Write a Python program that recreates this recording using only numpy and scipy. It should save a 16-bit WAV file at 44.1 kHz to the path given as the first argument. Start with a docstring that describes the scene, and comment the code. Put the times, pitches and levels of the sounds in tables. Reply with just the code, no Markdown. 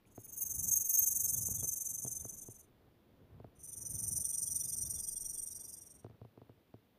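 """Outdoors on stony ground, a hand-held camera's microphone over its own faint steady hiss, in gusting wind.
Tiny ticks and the first finger knocks on the camera body come early, as a high rasping hiss swells:
band-shaped noise plus narrow noise resonances that sink, throbbing about 23 times a second.
Faint gliding pips join it halfway and go on as it fades and a second, lower burst swells and fades.
Wind, microphone hiss and a last run of knocks remain."""
import sys
import numpy as np
from scipy import signal
from scipy.fft import rfft, irfft, next_fast_len
from scipy.io import wavfile

SR = 44100
rng = np.random.default_rng(int(sys.argv[2]) if len(sys.argv) > 2 else 0)


def dump(signal):
    """Clip the signal to [-1, 1] and save it as 16-bit WAV at the path in sys.argv[1]."""
    limited = np.clip(np.atleast_2d(signal).T, -1, 1)
    pcm = np.round(limited * 32767).astype(np.int16)
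    wavfile.write(sys.argv[1], SR, pcm)


N = 307818   # samples, just under 7 s

# Noise of the electronics: freq_hz, density_db (per Hz, relative)
SELF_NOISE = [(410, -52), (700, -15.5), (968, -15), (1210, -13.5), (1810, -8.5), (2030, -9), (3550, -9),
              (3880, -11.5), (7830, -25), (14400, -13), (15700, -14)]
SELF_NOISE_DB = -80.5   # rms

# Wind rumble on the microphone over time: start_s, level_db
WIND = [(0, -72.5), (.4, -65), (.66, -51), (.85, -66.5), (1.05, -63), (1.26, -55), (1.48, -49.5),
        (1.65, -56), (1.8, -67), (2.05, -64.5), (2.18, -58.5), (2.6, -70.5), (3.15, -72.5), (3.36, -57.5),
        (3.55, -68.5), (3.83, -58.5), (3.96, -51), (4.15, -48.5), (4.35, -68), (4.57, -54.5), (4.7, -62),
        (4.85, -52.5), (5.05, -65.5), (5.9, -70.5), (6.98, -79.5)]
# Deep pressure swings over time: start_s, level_db
SWINGS = [(0, -85.5), (.4, -75.5), (1.1, -71), (1.75, -94.5), (2.2, -67), (3.0, -86.5), (4.4, -77.5),
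          (5.25, -61), (6.1, -100), (6.98, -102)]
# Spectra of the wind's rumble, flutter and deep swings: freq_hz, density_db (per Hz, relative)
RUMBLE = [(30, -31.5), (45, -17.5), (65, -4), (100, -4.5), (150, -7.5), (250, -19.5), (400, -41)]
FLUTTER = [(100, -27.5), (200, -2.5), (400, -6), (800, -15), (1500, -23), (2500, -33.5)]
DEEP = [(10, -2.5), (30, 4.5), (45, -18.5), (70, -42)]
FLUTTER_DB, FLUTTER_FOLLOWS = -69, 0.28   # level at mean wind; share of the rumble's swing in dB

# Finger knocks on the camera body: start_s, level_db, brightness_db_per_octave, lowest_mode_extra_db
KNOCKS = [(0.174, -60.5, 4.5, -3.5), (0.178, -41, -0.7, -4), (1.485, -44.5, 0.8, -5),
          (1.628, -43.5, 1.5, 4), (1.642, -44, 1.5, -1), (2.048, -42.5, -0.5, -1), (2.063, -48, 2.5, 6),
          (2.070, -49.5, -0.5, 4), (2.251, -43.5, 1.5, 3), (2.484, -45, -2.3, -7.5),
          (3.4, -45.5, 0.5, -0.5), (3.444, -44, 1, -4), (6.045, -41.5, 1.3, 0.5), (6.064, -47.5, 1.5, -13),
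          (6.098, -53.5, 3.5, 11), (6.11, -56.5, 3.5, -3), (6.215, -47.5, 1, 4), (6.249, -49.5, 1.3, -1),
          (6.375, -47, 0.8, -5), (6.416, -47, 0.3, -2), (6.494, -48, 0, -2), (6.74, -44, 0.5, -2.5)]
# Modes of the camera body: freq_hz, level_db (relative), t60_s
BODY = [(109.8, 6.5, 0.142), (258.6, 4, 0.036), (367.5, 1, 0.045), (451, 3, 0.032), (669, 1, 0.022),
        (923, 1.5, 0.0072), (1300, -2.5, 0.00538), (2420, -13.5, 0.0037), (4560, -16, 0.002)]

# Tiny ticks nearby: start_s, peak_db, pitch_hz
TICKS = [(0.054, -62, 2400), (0.0735, -67, 3140), (0.268, -63, 2370)]

# Faint pips under the hiss: time_s (just after the onset), peak_db, pitch_hz (mid-glide)
PIPS = [(1.3553, -68, 3456), (1.5738, -70, 3555), (1.6013, -63.5, 3380), (2.0562, -73, 3350),
        (2.1929, -73.5, 3562), (2.28, -79, 3400), (2.4259, -79, 3480), (3.7294, -73, 3500),
        (3.9579, -75.5, 3490), (4.2423, -66, 3490), (4.3296, -66, 3430), (4.4737, -65, 3338),
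        (4.558, -67, 3606), (4.6089, -67, 3488), (4.655, -67.5, 3580), (4.7257, -66, 3470),
        (4.8539, -64.5, 3577), (4.9591, -64.5, 3502), (4.9861, -65.5, 3440), (5.0774, -66, 3346),
        (5.1597, -65, 3400), (5.245, -69, 3340), (5.3547, -71.5, 3420), (5.3744, -71, 3380),
        (5.414, -75, 3370), (5.4705, -72.5, 3540), (5.516, -71.5, 3820), (5.6057, -72, 3480),
        (5.674, -78, 3530), (5.763, -77, 3470), (5.83, -79, 3520)]
PIP_S, PIP_GLIDE_HZ = 0.042, 60   # length; total rise in pitch

# Each hiss burst: lowest_start_hz, lowest_end_hz, lowest_db, rush_db (both against the effort),
# tilt_start_db_per_octave, tilt_end_db_per_octave (brightness of the rush)
BURSTS = [(6460, 6240, -3.5, -7, -10, -5), (6095, 5730, -8, -8.5, 0.5, 1)]
# Effort, one list per burst: start_s, level_db, then against it middle_db, top_db, late_low_db
EFFORT = [
    [(.06, -75, 3.5, -22, -16), (.16, -60, 0, -5.5, -22), (.42, -39.5, -3, -4, -9),
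     (.62, -31, -15, -14.5, -7.5), (.73, -25.5, -29, -5, -9.5), (.86, -33, -9, -6, -6.5),
     (.96, -26.5, -13, -3.5, -9.5), (1.2, -28.5, -9, -12, -11), (1.45, -30, -12.5, -13, -6.5),
     (2.05, -36.5, -5.5, -16.5, -4), (2.45, -47, -4.5, -26, -3), (2.62, -56, -4, -20.5, -5.5),
     (2.69, -87, -0.5, -20, -8)],
    [(3.55, -74, -8, -10, -21), (3.63, -47.5, -6, -16, -22), (3.82, -41.5, -6.5, -25, -17.5),
     (4.19, -33, -5, -25, -5.5), (4.32, -36, -1.5, -22, -11.5), (4.42, -33.5, -4.5, -25, -0.5),
     (4.9, -36, -5.5, -33.5, 1), (5.4, -41.5, -3.5, -30.5, 1), (5.75, -46, -6, -30, 5.5),
     (5.98, -60, -4, -16, -2), (6.09, -84, -11, -18, -12)],
]
# Whistles, one list per burst: end_hz, sinking (exponent against the lowest), width_hz, level_db,
# level_column (rounded: 0 lowest, 1 middle, 2 top, 3 rush, 4 late low), waver_db
WHISTLES = [
    [(6390, 0.27, 50, -1.5, 2, 0.5), (6225, .25, 89, -3.5, 4, 1), (5170, 0.13, 30, -19.5, 0, 5),
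     (9340, 1.25, 190, -12.5, -0.5, 2), (9104, 2.3, 100, -8, 1, 3.5), (13320, 0.42, 67, -2, 2, 1.5),
     (13250, .55, 480, -11, 3, 2.5), (14180, 1.08, 148.2, -17.5, 2, 4.5)],
    [(5714, 0.82, 140, -1.5, 0, 1), (5154, 0.16, 78, -11.5, 0, 0.5), (4834, .3, 60, -16, 4, 5),
     (4350, 0.23, 57, -22, 4, 8.5), (8665, 0.74, 174, 0, 1, 1), (13630, .7, 180, -23, 2, -5)],
]
# Spectrum of the broad rush, one list per burst: freq_hz, density_db (per Hz, relative)
RUSH = [
    [(5000, -64), (5350, -25), (5600, -13), (6000, -11.5), (6600, -6), (7200, -8), (9100, -10.5),
     (9800, -6.5), (11500, -8.5), (13000, -6.5), (14200, -15), (15300, -17), (15750, -29.5)],
    [(4900, -68.5), (5350, -18.5), (5500, -33), (5700, -5), (6500, -4.5), (7300, -13), (8100, -18.5),
     (8700, -8), (9400, -2.5), (12300, -8.5), (12600, -11.5), (13300, -8), (15800, -16)],
]
# Lower edge of each burst, cut steeply below: edge_hz
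LOW_EDGE_HZ = [4510, 4300]
WANDER_HZ_PER_DB = 20   # pitch wander for each dB of waver above 2 dB
FIRST_THROB_S, THROB_S = 0.0755, 0.043565   # one steady beat through both bursts
THROB_SCATTER_DB = 1.05   # spread in strength from throb to throb

SIDE_DB = -45.5   # middle level of the part that differs between the channels
STOP_HZ = 15860   # the recorder passes almost nothing above this


def from_db(db):
    """Gain of a level in dB."""
    return 10 ** (np.asarray(db) / 20)


def rms_one(x):
    """Scaled to rms 1."""
    return x / np.sqrt(np.mean(np.abs(x) ** 2) + 1e-20)


def in_time(rows):
    """Every column of a curve table, joined by straight lines, sample by sample."""
    s, *columns = np.transpose(rows)
    t = np.arange(N) / SR
    return [np.interp(t, s, column) for column in columns]


def drift(rate_hz):
    """Slow chance: noise twice through a one-pole low-pass, run in for a second; spread 1."""
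    r = np.exp(-2 * np.pi * rate_hz / SR)
    noise = rng.standard_normal(N + SR)
    return rms_one(signal.lfilter([1], [1, -2 * r, r * r], noise)[SR:])


def coloured(spectrum):
    """Noise with the given spectrum, silent outside it; rms 1."""
    size = next_fast_len(N)
    hz = np.arange(1, size // 2 + 2) * SR / size
    at_hz, db = np.transpose(spectrum)
    gain = from_db(np.interp(np.log(hz), np.log(at_hz), db, left=-200, right=-200))
    return rms_one(irfft(rfft(rng.standard_normal(size)) * gain, size)[:N])


def ring(clicks, hz, t60_s):
    """A struck mode: each unit click starts a sine of height 1 that falls by 60 dB in t60_s."""
    r = from_db(-60 / (t60_s * SR))
    w = 2 * np.pi * hz / SR
    # the tiny offset keeps the filter clear of slow denormal numbers
    return signal.lfilter([0, np.sin(w)], [1, -2 * r * np.cos(w), r * r], clicks + 1e-18)


def electronics():
    """Microphone electronics: steady faint coloured noise."""
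    return from_db(SELF_NOISE_DB) * coloured(SELF_NOISE)


def wind():
    """Gusts at the microphone: lumpy rumble, a lighter flutter that shares its lumps, and deep swings."""
    (rumble_db,), (deep_db,) = in_time(WIND), in_time(SWINGS)
    lumps = drift(13.0)
    rumble = from_db(rumble_db + 1.8 * lumps) * coloured(RUMBLE)
    flutter_db = FLUTTER_DB + FLUTTER_FOLLOWS * (rumble_db - rumble_db.mean())
    flutter = from_db(flutter_db + 0.63 * lumps + 1.1 * drift(20)) * coloured(FLUTTER)
    deep = from_db(deep_db) * coloured(DEEP)
    return rumble + flutter + deep


def knocks():
    """Fingers on the camera: each knock strikes every body mode; a harder contact favours the high ones."""
    s, knock_db, bright_db, lowest_db = np.transpose(KNOCKS)
    at, out = np.round(s * SR).astype(int), np.zeros(N)
    spread_db = rng.normal(0, 1.5, (len(at), len(BODY)))
    spread_db[:, 0] += lowest_db
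    for k, (hz, mode_db, t60_s) in enumerate(BODY):
        tilt_db = bright_db * np.log2(hz / 450)
        strike_db = knock_db + mode_db - 5 + tilt_db + spread_db[:, k]
        clicks = np.zeros(N)
        clicks[at] = from_db(strike_db) * (-1) ** k   # neighbouring modes start in opposite phase
        out += ring(clicks, hz, t60_s)
    # a small body radiates no deep bass
    return signal.sosfilt(signal.butter(2, 70.0, "high", fs=SR, output="sos"), out)


def ticks():
    """Tiny ticks nearby: one click each sets a single mode ringing, down 60 dB in 12 ms."""
    out = np.zeros(N)
    for s, db, hz in TICKS:
        click = 1.0 * (np.arange(N) == round(s * SR))
        out += from_db(db) * ring(click, hz, 0.012)
    return out


def pips():
    """Short soft-edged tones, rising a little in pitch, that creep in just before their stated time."""
    out, size = np.zeros(N), round(PIP_S * SR)
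    for s, db, hz in PIPS:
        start = round(s * SR - 0.3 * size)
        pitch_hz = hz + PIP_GLIDE_HZ * np.linspace(-0.5, 0.5, size)
        tone = np.sin(2 * np.pi * np.cumsum(pitch_hz) / SR)
        out[start:start + size] += from_db(db) * np.hanning(size) * tone
    return out


def throbbing(sharpness, rest, lumpy_db):
    """The flow swells and sinks once per throb, never quite stopping, and is lumpy inside."""
    cycle = (np.arange(N) / SR - FIRST_THROB_S) / THROB_S
    which = np.round(cycle).astype(int) + 2   # throb number, from 0
    scatter_db = THROB_SCATTER_DB * rng.standard_normal(which.max() + 1)
    swell = rest + np.abs(np.cos(np.pi * cycle)) ** sharpness
    return swell * from_db(scatter_db[which] + lumpy_db * drift(90))


def patchy(x, edges_hz, tilt_db, patchy_db):
    """Split into bands that follow a moving tilt about 8 kHz and flicker each on their own."""
    hz, whole, out = np.arange(N // 2 + 1) * SR / N, rfft(x), np.zeros(N)
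    for low, high in zip(edges_hz, edges_hz[1:]):
        band = irfft(whole * (hz >= low) * (hz < high), N)
        out += from_db(tilt_db * np.log2(high / 8000) + patchy_db * drift(17)) * band
    return out


def whistle(hz, width_hz):
    """Noise in a narrow moving resonance: slow complex noise carried on a gliding tone; rms 1."""
    r = np.exp(-np.pi * width_hz / SR)
    noise = rng.standard_normal(N) + 1j * rng.standard_normal(N)
    slow = signal.lfilter([1], [1, -r], noise)
    slow = signal.lfilter([1], [1, -r ** 4.8], slow)   # steeper skirts far from the centre
    carrier = np.exp(2j * np.pi * np.cumsum(hz) / SR)
    return rms_one(np.real(slow * carrier))


def hiss():
    """Two bursts on one throbbing flow, each a broad patchy rush with its own sinking, wavering whistles."""
    t, out = np.arange(N) / SR, np.zeros(N)
    flow = throbbing(sharpness=1.14, rest=0.11, lumpy_db=0.46)
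    bands_hz = np.linspace(4000, 16000, num=9)
    for effort, shape, modes, rush, edge_hz in zip(EFFORT, BURSTS, WHISTLES, RUSH, LOW_EDGE_HZ):
        start_hz, last_hz, lowest_db, rush_db, *tilts_db = shape
        span = effort[0][0], effort[-1][0]
        effort_db, middle_db, top_db, late_db = in_time(effort)
        levels_db = lowest_db, middle_db, top_db, rush_db, late_db
        above_end = np.interp(t, span, (start_hz / last_hz, 1))   # lowest pitch over its end pitch
        tilt_db = np.interp(t, span, tilts_db)

        burst = from_db(rush_db) * patchy(coloured(rush), bands_hz, tilt_db, patchy_db=1.227)
        for end_hz, sinking, width_hz, db, column, waver_db in modes:
            gain = from_db(db + levels_db[round(column)] + waver_db * drift(18))
            wander_hz = WANDER_HZ_PER_DB * max(waver_db - 2, 0) * drift(6.5)
            burst += gain * whistle(end_hz * above_end ** sinking + wander_hz, width_hz)

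        burst *= flow * from_db(effort_db) * (t > span[0]) * (t < span[1])
        out += signal.sosfilt(signal.cheby2(8, 50, edge_hz, "high", fs=SR, output="sos"), burst)
    return out


def scene():
    """All sources reach both channels almost alike; a weak, wavering copy 9 ms late differs in sign."""
    mid = electronics() + wind() + knocks() + ticks() + pips() + hiss()
    side = from_db(SIDE_DB + 4.7 * drift(7.9)) * np.roll(mid, 400)
    return np.array([mid + side, mid - side])


def record(dry):
    """The top is cut steeply, to 60 dB down at STOP_HZ."""
    return signal.sosfilt(signal.cheby2(18, 60, STOP_HZ, fs=SR, output="sos"), dry)


dry = scene()
out = record(dry)
dump(out)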